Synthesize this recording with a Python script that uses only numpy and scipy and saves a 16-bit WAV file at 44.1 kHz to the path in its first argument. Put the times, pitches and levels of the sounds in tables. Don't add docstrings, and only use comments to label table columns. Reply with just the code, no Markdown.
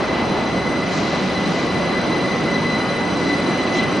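import sys
import numpy as np
from scipy import signal
from scipy.fft import irfft
from scipy.io import wavfile

SR = 44100
rng = np.random.default_rng(int(sys.argv[2]) if len(sys.argv) > 2 else 0)


def unload_audio(sound):
    columns = np.transpose(np.atleast_2d(sound))
    steps = np.round(np.clip(columns, -1, 1) * 32767)
    wavfile.write(sys.argv[1], SR, steps.astype(np.int16))


N = 176400
t = np.arange(N) / SR
CROSSOVER_HZ = 436


def undb(db):
    return 10 ** (np.asarray(db) / 20)


def curve(rows):
    return np.interp(t, *np.array(rows).T)


def freqs():
    return np.maximum(np.arange(N // 2 + 1) * SR / N, 1)


def colour(rows):
    hz, db = np.array(rows).T
    return undb(np.interp(np.log(freqs()), np.log(hz), db))


def noise(gain):
    x = irfft(gain * np.exp(2j * np.pi * rng.random(N // 2 + 1)), N)
    return x / x.std()


def resonance(hz, width_hz):
    return 1 / (1 + ((freqs() - hz) / (0.44 * width_hz)) ** 2)


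def wander(rate_hz):
    return noise(np.exp(-np.minimum(freqs() / rate_hz, 20) ** 2))


def wide(gain, side_db):
    return noise(gain) + undb(side_db) * noise(gain) * np.array([[1], [-1]])


def pan(x, left_db):
    return x * undb(np.array([[left_db], [-left_db]]) / 2)


def turbulent(gain, side_db, flicker_db, rate_hz):
    out, octave = 0, np.log2(freqs() / 20)
    for k in range(10):
        band = gain * np.sqrt(np.maximum(1 - abs(octave - k), 0)) + 1e-12
        share = np.linalg.norm(band) / np.linalg.norm(gain)
        out += share * wide(band, side_db) * undb(flicker_db * wander(rate_hz))
    return out


# (frequency [Hz], relative level [dB])
DRONE_SPECTRUM = [(25, -31.5), (45, -24), (66, -21.5), (108, -12), (135, -7.5), (180, -3.5), (212, -4),
                  (285, -4), (383, -5), (452, -10), (520, -4), (700, -32)]
# (time [s], level [dB])
DRONE_LEVEL = [(0, -22.5), (1.0, -24), (1.7, -23), (2.4, -22.5), (3.3, -23), (4, -22)]
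# (frequency [Hz], width [Hz], level [dB])
PANEL_HUMS = [(72.3, 11, -46.5), (94.7, 9, -47), (192, 17, -36.5), (246.2, 9.3, -35), (382.7, 18, -41),
              (564.6, 36, -37.5), (766, 10, -42), (922, 7.9, -45.5), (1446, 18, -46.5), (1460, 6, -49)]
# (time [s], half length [s], frequency [Hz], width [Hz], level [dB])
MOTOR_SWELLS = [(.3, 0.38, 72, 30, -38.5), (1.243, 0.034, 183, 24.9, -22.5), (1.514, 0.049, 182, 25, -22),
                (1.78, 0.029, 192, 40, -20.5), (1.797, 0.038, 583, 80, -27.5), (1.85, 0.17, 80.5, 35, -40),
                (2.64, 0.16, 212, 100, -27), (3.24, 0.1, 288, 70, -27), (3.484, 0.032, 330, 90, -24)]


def motor_drone(side_db=-15):
    gain = colour(DRONE_SPECTRUM) / np.sqrt(1 + (freqs() / CROSSOVER_HZ) ** 10)
    out = turbulent(gain, side_db, flicker_db=1.08, rate_hz=9.4) * undb(curve(DRONE_LEVEL))
    for hz, width, db in PANEL_HUMS:
        out += undb(db) * wide(resonance(hz, width), side_db)
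    for at, half_length, hz, width, db in MOTOR_SWELLS:
        swell = np.exp(-((t - at) / half_length) ** 2 / 2)
        out += undb(db) * swell * wide(resonance(hz, width), side_db)
    return pan(out, left_db=-0.85)


# (frequency [Hz], relative level [dB])
RUSH_SPECTRUM = [(400, 0.5), (570, -0.5), (720, -1.5), (850, -5), (1100, -4), (1350, -7.5), (1600, -10.5),
                 (2300, -12.5), (2900, -15), (3600, -18.5), (4900, -21), (5700, -26), (7000, -35.5),
                 (8500, -51), (10000, -55)]
# (time [s], level [dB])
ROAR_LEVEL = [(0, -24.5), (.5, -25.5), (.9, -26), (1.3, -25.5), (1.8, -25.5), (2.2, -25), (3.3, -25.5),
              (4, -25)]
# (time [s], level [dB])
TREBLE_LEVEL = [(0, -31.5), (.45, -32), (.75, -33.5), (1.0, -31), (2.7, -32), (3.0, -33), (3.4, -32),
                (4, -31)]


def air_rush(treble_hz=1740):
    gain = colour(RUSH_SPECTRUM) / np.sqrt(1 + (CROSSOVER_HZ / freqs()) ** 10)
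    treble_share = 1 / (1 + (treble_hz / freqs()) ** 6)
    roar = turbulent(gain * np.sqrt(1 - treble_share), side_db=-9, flicker_db=0.75, rate_hz=12)
    treble = turbulent(gain * np.sqrt(treble_share), side_db=-11, flicker_db=0.5, rate_hz=19)
    return roar * undb(curve(ROAR_LEVEL)) + pan(treble, left_db=1) * undb(curve(TREBLE_LEVEL))


# (multiple of the switching rate, width [Hz], level [dB])
WHINE_CLUSTERS = [(1, 59, -33), (1.495, 41, -47), (1.996, 81, -38.5), (2.42, 90, -50.5), (3, 93, -47.5),
                  (3.495, 63, -61.5), (3.993, 100, -57.5), (4.503, 100, -70.5), (4.78, 114, -58.5),
                  (5, 62, -67)]
# (time [s], level [dB])
WHINE_CONTOUR = [(0, -38.5), (.35, -37.5), (.7, -36.5), (1.1, -37), (1.7, -36), (2.05, -35.5), (2.4, -35.5),
                 (2.7, -35.5), (2.95, -34.5), (3.16, -36), (3.3, -33), (4, -36)]
# (time [s], half length [s], level [dB])
TONE_HOLDS = [(0.126, .06, -42), (0.68, 0.05, -42), (1.365, 0.052, -40), (1.94, 0.086, -39),
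              (2.194, 0.078, -38), (2.658, 0.16, -31.5), (3.332, 0.088, -30.5), (3.558, 0.049, -33),
              (3.79, 0.077, -30)]


def inverter_whine(switch_hz=2010.6, doppler_per_s=-0.00079, waver_hz=2.98):
    pitch_hz = switch_hz * (1 + doppler_per_s * (t - t.mean())) + waver_hz * wander(rate_hz=11.2)
    phase = 2 * np.pi * np.cumsum(pitch_hz) / SR
    holds = sum(undb(db) * np.exp(-((t - at) / half_length) ** 6) for at, half_length, db in TONE_HOLDS)
    tone = np.sqrt(2) * (np.sin(phase) + undb(-9) * np.sin(2 * phase))
    out = (undb(-41.5) + holds) * tone
    swing_db = curve(WHINE_CONTOUR) - curve(WHINE_CONTOUR).mean()
    for multiple, width, db in WHINE_CLUSTERS:
        spread = 1 / np.sqrt(1 + (2 * freqs() / width) ** 5.5)
        a, b = (wide(spread, side_db=-10.5) for _ in range(2))
        cluster = a * np.cos(multiple * phase) + b * np.sin(multiple * phase)
        out = out + undb(db + swing_db) * cluster
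    return pan(out, left_db=1)


# (time [s], half length [s], level [dB], centre [Hz], half width [octaves])
EQUIPMENT_HISSES = [(.17, 0.045, -36.5, 2560, 0.44), (0.29, 0.16, -28.5, 790, 0.28),
                    (0.965, 0.047, -36, 4930, .6), (1.127, 0.13, -36.5, 3300, 0.7),
                    (1.58, 0.1, -37.5, 3700, 0.68), (3.25, 0.09, -41.5, 4540, 0.3),
                    (3.725, .035, -28, 790, 0.46), (3.762, .028, -39.5, 5500, 0.26),
                    (3.778, 0.01, -44.5, 7800, 0.39), (3.795, 0.038, -31.5, 2950, 0.31)]


def equipment_hiss(top_hz=7060):
    out = 0
    rolloff = 1 / np.sqrt(1 + (freqs() / top_hz) ** 16)
    for at, half_length, db, hz, octaves in EQUIPMENT_HISSES:
        band = np.exp(-(np.log2(freqs() / hz) / octaves) ** 2 / 2)
        swell = np.exp(-((t - at) / half_length) ** 2 / 2)
        out += undb(db) * swell * wide(band * rolloff, side_db=-9.5)
    return pan(out, left_db=0.8)


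# (frequency [Hz], relative level [dB])
WIND_SPECTRUM = [(10, -6), (30, -7), (70, -3.5), (110, 2), (200, -19), (500, -53)]


def microphone_wind(level_db=-48):
    return undb(level_db) * np.array([noise(colour(WIND_SPECTRUM)) for _ in range(2)])


def scene():
    return motor_drone() + air_rush() + inverter_whine() + equipment_hiss() + microphone_wind()


def record(dry):
    return signal.sosfilt(signal.ellip(8, 0.2, 70, 10200, fs=SR, output="sos"), dry)


dry = scene()
out = record(dry)
unload_audio(out)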